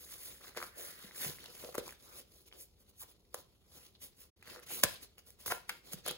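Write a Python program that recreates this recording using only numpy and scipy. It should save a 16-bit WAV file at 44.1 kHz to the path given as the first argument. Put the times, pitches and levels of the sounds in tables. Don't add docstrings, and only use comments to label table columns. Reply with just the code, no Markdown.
import sys
import numpy as np
from scipy import signal
from scipy.fft import rfft, irfft
from scipy.io import wavfile
from scipy.ndimage import uniform_filter1d

SR = 44100
rng = np.random.default_rng(int(sys.argv[2]) if len(sys.argv) > 2 else 0)


def unload_wav(signal):
    wavfile.write(
        sys.argv[1],
        SR,
        np.round(np.clip(np.atleast_2d(signal).T, -1, 1) * 32767).astype(np.int16),
    )


N = 272097

# frequency in Hz, relative level in dB.
CRACK_SPECTRUM = [(200, -25), (1500, -13), (2800, -7), (4500, -5.5), (6500, -3.5), (8300, -1.5), (9800, .5),
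                  (12000, 0), (16000, -2.5)]


def rubbing():
    # frequency in Hz, relative level in dB.
    hiss_spectrum = [(300, -40), (1500, -18), (2900, -10.5), (4000, -7.5), (5400, -7.5), (7000, -4),
                     (8400, -3), (10000, 0), (12800, -1.2), (15200, 0), (16000, -2)]
    # frequency in Hz, relative level in dB.
    body_spectrum = [(40, -18.5), (140, -1), (260, 0), (480, 2), (800, -6.5), (1300, -6.5), (1700, -13),
                     (2050, -6), (2600, -5.5), (3700, -1.5), (5000, -3), (12000, -22.5)]
    # time in seconds, relative level of the wrinkles in dB.
    looseness_points = [(0, 6), (0.85, 7), (1.4, 2), (2.0, -10), (3.0, -21), (4.4, 1), (4.7, -1),
                        (6.17, -6.5)]

    hiss_level, body_level = effort()
    catch = wander(rate_hz=150)

    hiss_grains = slips(per_s=4600, spread_db=3.5, smooth=0.44)
    hiss = spread(colour(hiss_grains, hiss_spectrum), width=0.0024)
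    hiss = hiss * hiss_level * amp(0.94 * catch)

    body_grains = slips(per_s=1200, spread_db=1.0, smooth=0.59)
    body = spread(colour(body_grains, body_spectrum), width=0.54)
    body = body * body_level * amp(2.48 * catch + 3.0)

    flex_share = np.sqrt(body_level / (body_level + hiss_level))
    looseness = amp(np.interp(np.arange(N) / SR, *np.transpose(looseness_points)))
    ticks = stereo_image(wrinkles(per_s=210, spread_db=9.0, ring_s=0.0005))
    ticks = ticks * body_level * flex_share * looseness * amp(-3.5)
    return folds(hiss, patchy_db=2.5) + folds(body, patchy_db=4.0) + ticks


def effort():
    # time of fastest sliding in seconds, swell in seconds, fade in seconds,
    # relative hiss level in dB, relative level of the lower body in dB.
    pulls = [(0.03, 0.15, 0.15, -53, -67.5), (0.135, 0.048, 0.018, -47.5, -62.5),
             (0.25, 0.1, 0.11, -48, -63.5), (0.485, 0.072, 0.024, -54.5, -61),
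             (0.579, 0.014, 0.014, -53, -53), (0.63, 0.062, 0.058, -50, -60),
             (0.78, 0.003, 0.016, -49, -81), (0.828, 0.051, 0.1, -45.5, -60),
             (1.045, 0.082, 0.053, -53.5, -60), (1.17, 0.016, 0.18, -46.5, -60),
             (1.246, 0.064, 0.062, -38.5, -50.5), (1.44, 0.037, 0.1, -61.5, -60),
             (1.595, 0.08, 0.13, -51.5, -59.5), (1.785, 0.0079, 0.01, -43, -48),
             (1.883, 0.063, 0.051, -53.5, -58.5), (2.04, 0.04, 0.13, -59, -66.5),
             (2.194, 0.061, 0.021, -49.5, -60), (2.355, 0.06, 0.1, -63.5, -75),
             (2.478, 0.018, 0.013, -62, -68), (2.54, 0.013, 0.033, -66, -64.5),
             (2.606, 0.032, 0.039, -50, -79), (2.804, 0.014, 0.027, -66, -81),
             (2.899, 0.024, 0.013, -64, -75), (3.023, 0.03, 0.016, -45.5, -81),
             (3.115, 0.083, 0.019, -62.5, -71), (3.39, 0.042, 0.027, -56, -64.5),
             (3.76, 0.059, 0.1, -58.5, -67.5), (3.862, 0.043, 0.021, -61.5, -68.5),
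             (4.035, 0.021, 0.04, -48, -63), (4.211, 0.035, 0.042, -56, -70), (4.5, 0.039, 0.069, -55, -58),
             (4.634, 0.0069, 0.0088, -57, -58.5), (4.672, 0.0071, 0.03, -55.5, -60.5),
             (4.73, 0.036, 0.078, -39, -54), (4.899, 0.065, 0.056, -48.5, -55),
             (5.03, 0.017, 0.026, -52.5, -64), (5.186, 0.0063, 0.018, -58, -65.5),
             (5.275, 0.016, 0.049, -58.5, -70), (5.41, 0.018, 0.1, -58.5, -65.5),
             (5.462, 0.0025, 0.075, -37, -52.5), (5.516, 0.0087, 0.0086, -42, -45),
             (5.695, 0.013, 0.071, -55.5, -63.5), (5.87, 0.022, 0.089, -58.5, -62.5),
             (5.931, 0.013, 0.02, -43, -55), (5.984, 0.012, 0.021, -61, -64.5),
             (6.074, 0.021, 0.053, -48.5, -50)]
    pull_shape = 1.75
    body_follow = 0.75
    rest_hiss_db, rest_body_db = -78.5, -81.5

    t = np.arange(N) / SR
    hiss_power = np.full(N, amp(rest_hiss_db) ** 2)
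    body_power = np.full(N, amp(rest_body_db) ** 2)
    for s, swell, fade, hiss_db, body_db in pulls:
        near = (t > s - 5 * swell) & (t < s + 5 * fade)
        distance = np.maximum((s - t[near]) / swell, (t[near] - s) / fade)
        speed = np.exp(-distance ** pull_shape)
        hiss_power[near] += (amp(hiss_db) * speed) ** 2
        body_power[near] += (amp(body_db) * speed ** body_follow) ** 2
    return np.sqrt(hiss_power), np.sqrt(body_power)


def slips(per_s, spread_db, smooth):
    sizes = amp(spread_db * np.minimum(rng.exponential(1, (3, N)), 4))
    happens = rng.random((3, N)) < per_s / SR
    clicks = sizes * rng.choice([-1, 1], (3, N)) * happens
    return unit(unit(clicks) + smooth * rng.standard_normal((3, N)))


def wrinkles(per_s, spread_db, ring_s):
    t, out = np.arange(256) / SR, np.zeros(N)
    pitches_hz = [1300, 1550, 1750, 1900, 2000, 2100]
    for hz in pitches_hz:
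        happens = rng.random(N) < per_s / len(pitches_hz) / SR
        flips = happens * amp(spread_db * rng.uniform(-0.26, 1, N))
        tick = np.sin(2 * np.pi * hz * t) * t * np.exp(-t / ring_s)
        out += signal.oaconvolve(flips, tick)[:N]
    return unit(out)


def folds(x, patchy_db):
    z = signal.stft(x, SR, nperseg=512)[2]
    patches = rng.standard_normal(z.shape[1:])
    patches = uniform_filter1d(patches, size=6, axis=0)
    patches = unit(uniform_filter1d(patches, size=5, axis=1))
    patches = np.minimum(patches, .8)
    return signal.istft(z * unit(amp(patchy_db * patches)), SR, nperseg=512)[1][:, :N]


def chafing():
    # time of the middle in seconds, level in dB, pitch in Hz, length to 1/e either side in seconds.
    chafes = [(0.812, -56, 487, 0.046), (0.867, -61.5, 1640, 0.16), (1.235, -48.5, 1860, 0.03),
              (1.598, -59, 3760, 0.0088), (1.66, -58, 555, 0.045), (1.827, -69, 493, 0.039),
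              (2.124, -65.5, 1190, 0.063), (2.58, -65, 413, 0.05), (2.62, -56, 10400, 0.019),
              (3.024, -61, 1050, 0.013), (3.957, -66.5, 3800, 0.0092), (4.556, -62.5, 514, 0.045),
              (4.735, -53, 2580, 0.046), (4.961, -54.5, 3630, 0.014), (6.095, -41.5, 3350, 0.024)]
    t, out = np.arange(-8192, 8192) / SR, np.zeros((3, N))
    grains = slips(per_s=1100, spread_db=1.5, smooth=1.0)
    for s, db, hz, length in chafes:
        drive = np.roll(grains, -round(s * SR), axis=1)[:, :len(t)]
        swell = np.exp(-(t / length) ** 2)
        for channel in range(3):
            rasp = band_pass(drive[channel], hz, ratio=1.25)
            add(out[channel], s + t[0], amp(db) * rasp * swell)
    return spread(out, width=0.99)


def creases():
    # start in seconds, tick level in dB, tick pitch in Hz, level of the bright edge in dB.
    flips = [(0.549, -45, 1400, -53), (0.559, -48, 1500, -53), (1.111, -42, 2020, -60),
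             (1.3855, -42, 2060, -64), (1.442, -44, 1950, -35.5), (1.63, -49, 1400, -60),
             (1.659, -48, 1300, -58), (1.859, -50, 1100, -63), (1.867, -47, 1100, -42),
             (1.8796, -37.5, 1050, -36), (1.892, -37, 2400, -55), (1.908, -46, 1900, -39),
             (1.9245, -41.5, 1670, -46), (2.515, -51, 2340, -64), (2.526, -40, 3100, -67),
             (2.534, -56, 1280, -53), (2.542, -57, 1090, -61), (3.952, -49, 4000, -67),
             (4.426, -43.5, 2500, -54), (4.4284, -47, 1970, -51), (4.4743, -42.5, 1900, -47.5),
             (4.5005, -46, 1900, -45), (4.504, -44, 2300, -52), (4.533, -49, 1300, -49),
             (4.561, -42, 1380, -46), (4.5935, -47, 1900, -52), (4.599, -48, 1740, -46.5),
             (5.1814, -44, 2900, -48), (5.191, -55, 3000, -57), (5.305, -62.5, 3050, -42),
             (6.093, -28, 3370, -33), (6.1118, -38, 3400, -27.5)]
    t = np.arange(512) / SR
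    edges, ticks = np.zeros(N), np.zeros(N)
    for s, tick_db, hz, edge_db in flips:
        add(edges, s, amp(edge_db) * rng.standard_normal(len(t)) * np.exp(-t / 0.0007))
        add(ticks, s, amp(tick_db) * np.sin(2 * np.pi * hz * t) * np.exp(-t / 0.001))
    return stereo_image(colour(edges, CRACK_SPECTRUM) + ticks)


def snaps():
    # contact in seconds, relative crack level in dB, slap level in dB,
    # slap pitch in Hz, relative air pocket level in dB, slap decay in seconds, and the share of the slap
    pops = [(0.5655, -55, -48, 960, -41, 0.0024, 0), (0.5728, -41.5, -35.5, 2430, -47, 0.0014, 0.3),
            (0.5738, -51, -36.5, 1150, -37.5, 0.0008, 0.5), (0.5873, -56, -44, 1240, -50, 0.00064, 0.7),
            (0.6026, -58, -42, 1190, -61, 0.0015, 0.9), (0.6169, -55, -39, 1300, -54, 0.0012, 0.7),
            (0.6269, -48, -36, 1280, -42.5, 0.0024, 0.3), (0.6405, -52, -45, 1200, -50, 0.0013, 0.9),
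            (1.6378, -70, -49, 790, -36.5, 0.0021, 0.8), (1.648, -72, -54, 1100, -41.5, 0.0014, 0.4),
            (1.6895, -66, -51, 810, -41, 0.0013, 0.7), (1.7443, -50, -45, 1400, -52, 0.0013, 0.4),
            (1.7487, -48, -39, 1120, -37.5, 0.0016, 0.7), (1.753, -39, -37.5, 990, -39.5, .0011, 0.9),
            (1.7811, -36.5, -38.5, 1300, -26, 0.0012, .6), (3.0322, -53, -56.5, 980, -54, 0.0073, 0.06),
            (3.3442, -35, -38.5, 950, -38.5, 0.002, 0.83), (4.8335, -30, -28.5, 1860, -38, 0.0073, 0),
            (4.8368, -15.5, -22, 1500, -25, 0.0015, 0.3), (4.851, -44.5, -37, 1880, -34.5, 0.0027, 0.07),
            (5.5215, -38, -28.5, 1230, -31.5, 0.0031, 0.4), (5.694, -36, -34.5, 1890, -56, 0.0079, 0),
            (5.9338, -36.5, -49, 1143, -48.5, 0.002, 0.03), (6.0632, -37, -43, 910, -39, 0.0064, 0.2),
            (6.078, -34, -40, 980, -42, 0.0024, 0.04), (6.0835, -33, -41, 1400, -38, 0.0011, 0.7),
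            (6.1095, -42, -44, 1010, -39, 0.0028, .3)]
    t = np.arange(-512, 1536) / SR
    cracks, bodies = np.zeros((3, N)), np.zeros(N)
    for s, crack_db, slap_db, slap_hz, pocket_db, decay, blow_share in list(pops) + judders():
        crack = rng.standard_normal((3, len(t))) * burst(t, rise_s=.0008, fall_s=.0028)
        crack[0] += 5.6 * (t == 0)
        for channel in range(3):
            add(cracks[channel], s + t[0], amp(crack_db + 2.5) * crack[channel])
        blow = amp(slap_db) * slap(t, slap_hz, decay, blow_share)
        air = amp(pocket_db + 1.0) * pocket(t)
        add(bodies, s + t[0], blow + air)
    left_right = amp([[1.1], [-1.1]])
    return spread(colour(cracks, CRACK_SPECTRUM), width=0.36) + stereo_image(bodies) * left_right


def judders():
    # first snap in seconds, count of snaps, spacing in seconds, relative crack level in dB,
    # slap level in dB, slap pitch in Hz, relative air pocket level in dB, growth in dB per snap.
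    runs = [(4.551, 5, 0.01, -66.5, -54, 1205, -57, 0), (4.705, 2, 0.0095, -57, -45, 1077, -54, -2.5),
            (5.462, 2, 0.018, -37.5, -38, 1140, -47, 0), (5.5027, 7, .0029, -50, -41, 1140, -67, 1.45),
            (5.693, 3, .0012, -47, -39.5, 1620, -54.5, 0)]
    jitter_s, spread_db, decay_s = .0001, 2.5, 0.0011
    blow_share = 0.45
    rows = []
    for start, count, spacing, crack_db, slap_db, slap_hz, pocket_db, growth_db in runs:
        for k, (late, strong) in enumerate(rng.standard_normal((round(count), 2))):
            s = start + k * spacing + jitter_s * late
            db = k * growth_db + spread_db * strong
            rows.append((s, crack_db + db, slap_db + db, slap_hz, pocket_db + db, decay_s, blow_share))
    return rows


def slap(t, hz, decay, blow_share):
    shape = burst(t, rise_s=0.00088, fall_s=decay)
    share = np.clip(blow_share, 0, 1)
    blow = band_pass(1. 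* (t == 0), hz, ratio=1.34)
    flutter = unit(band_pass(rng.standard_normal(len(t)), hz, ratio=1.91) * shape)
    mixed = np.sqrt(share) * blow + np.sqrt(1 - share) * flutter
    return mixed * np.sqrt(np.mean(shape ** 2))


def pocket(t):
    slack_hz = 491.7 * (1 + 0.033 * rng.standard_normal())
    hz = slack_hz * (1 + 0.321 * burst(t, rise_s=0.016, fall_s=0.00063))
    cycles = np.cumsum(hz) / SR + rng.random()
    return np.sin(2 * np.pi * cycles) * burst(t - .002, rise_s=0.0009, fall_s=0.0018)


def low_pushes():
    # time in seconds, relative level in dB, pitch in Hz.
    pushes = [(1.047, -54, 193), (1.264, -47.5, 160), (1.291, -50, 144), (1.7823, -49.5, 290),
              (4.838, -41, 310), (4.841, -42, 181), (4.845, -42.5, 97), (5.479, -51.5, 94),
              (5.942, -46, 176), (6.104, -53, 154)]
    t, out = np.arange(-1024, 3072) / SR, np.zeros(N)
    for s, db, hz in pushes:
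        push = np.sin(2 * np.pi * hz * t) * burst(t, rise_s=0.0014, fall_s=0.0072)
        add(out, s + t[0], amp(db + 6.5) * push)
    return stereo_image(out)


def bounces(x):
    # delay in seconds, level in dB.
    echoes = [(.0083, -14), (0.014, -25.5)]
    out = np.zeros((2, N))
    for s, db in echoes:
        for channel in range(2):
            add(out[channel], s, amp(db) * x[1 - channel])
    return out


def room(x):
    # frequency in Hz, time to fall 60 dB in seconds.
    decay_times = [(150, .35), (500, .28), (1400, .32), (3700, .36), (10000, .35), (15000, .29)]
    # frequency in Hz, relative level in dB.
    tail_levels = [(100, 0.5), (250, -19), (380, -10), (540, -3), (800, -5.5), (1100, -6.5), (1600, -8),
                   (2700, -7), (4500, -8.5), (11000, -20), (15000, -18)]
    # frequency in Hz, relative level in dB, time to fall 60 dB in seconds.
    modes = [(147, -66, .3), (357, -55, .22), (490, -51, .2), (580, -52, .08), (690, -58, .06),
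             (1015, -52, .22), (1238, -56, .22), (1394, -53, .2), (1548, -52, .2), (1718, -56, .2),
             (1935, -55, .2)]

    size = 2 ** 15
    t = np.arange(size) / SR
    hz, at, z = signal.stft(rng.standard_normal((2, size)), SR, nperseg=256)
    t60 = read(decay_times, hz)[:, None]
    z *= amp(read(tail_levels, hz))[:, None] * np.exp(-np.log(1000) * at / t60)
    z *= np.sqrt(2 * np.log(1000) / t60 / SR)
    tail = signal.istft(z, SR, nperseg=256)[1][:, :size]
    tail = tail * np.clip(t / .014, 0, 1)

    ring = np.zeros(size)
    for f, db, decay in modes:
        ring += amp(db) * np.cos(2 * np.pi * f * t) * np.exp(-np.log(1000) * t / decay)
    return signal.fftconvolve(x, tail + amp(-4.5) * ring, axes=1)[:, :N]


def background():
    # frequency in Hz, relative level in dB.
    rumble_spectrum = [(15, -49), (28, -6), (45, 3.5), (70, 6), (120, -3), (200, -5), (280, -11.5),
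                       (400, -6.5), (600, -18), (900, -22.5), (1800, -38.5), (4000, -27.5), (15000, -57)]
    rumble_db = -69.5
    noise = rng.standard_normal((3, N))
    return amp(rumble_db) * spread(colour(noise, rumble_spectrum), width=0.25)


def stereo_image(x):
    # frequency in Hz, phase in radians.
    phase_lead = [(0, 0), (1300, .25), (2000, 1.2), (2800, 2.7), (3300, 2.8), (4400, 2.1), (5600, 2.4),
                  (6300, 1.2), (7000, -.6), (7800, -2.8), (8900, -3.4), (10500, -6), (11500, -6.4),
                  (12800, -9.1), (13900, -9.7), (15400, -12.5)]
    lag = np.interp(np.fft.rfftfreq(N, 1 / SR), *np.transpose(phase_lead))
    return np.array([x, irfft(rfft(x) * np.exp(-1j * lag), N)])


def spread(sounds, width):
    width = np.clip(width, 0, 1)
    return np.sqrt(1 - width) * stereo_image(sounds[0]) + np.sqrt(width) * sounds[1:]


def burst(t, rise_s, fall_s):
    return np.exp(np.minimum(t / rise_s, -t / fall_s))


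def band_pass(x, hz, ratio):
    ratio = max(ratio, 1.02)
    edges_hz = [hz / ratio, min(hz * ratio, SR / 2 - 1)]
    band = signal.butter(2, edges_hz, "band", fs=SR, output="sos")
    return unit(signal.sosfilt(band, x))


def colour(x, spectrum):
    gain = amp(read(spectrum, np.fft.rfftfreq(x.shape[-1], 1 / SR)))
    return irfft(rfft(x) * unit(gain), x.shape[-1])


def wander(rate_hz):
    knots = np.arange(N) * rate_hz / SR
    return unit(np.interp(knots, np.arange(N), rng.standard_normal(N)))


def amp(db):
    return 10 ** (np.asarray(db) / 20)


def unit(x):
    return x / np.sqrt(np.mean(x ** 2) + 1e-20)


def read(points, hz):
    f, value = np.transpose(points)
    return np.interp(np.log(hz + 1), np.log(f + 1), value)


def add(mix, s, sound):
    part = mix[max(round(s * SR), 0):][:len(sound)]
    part += sound[:len(part)]


def scene():
    gloves = rubbing() + chafing() + creases() + snaps() + low_pushes()
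    return gloves + bounces(gloves) + room(gloves) + background()


def record(dry):
    high_pass = signal.butter(2, 32, "high", fs=SR, output="sos")
    thin = signal.sosfilt(high_pass, dry)
    gap = np.interp(np.arange(N) / SR, [4.298, 4.304, 4.36, 4.368], [1, 0, 0, 1])
    edge_hz = 15900
    low_pass = signal.firwin(255, edge_hz, window=("kaiser", 8), fs=SR)
    return signal.oaconvolve(thin * gap, low_pass[None], "same")


dry = scene()
out = record(dry)
unload_wav(out)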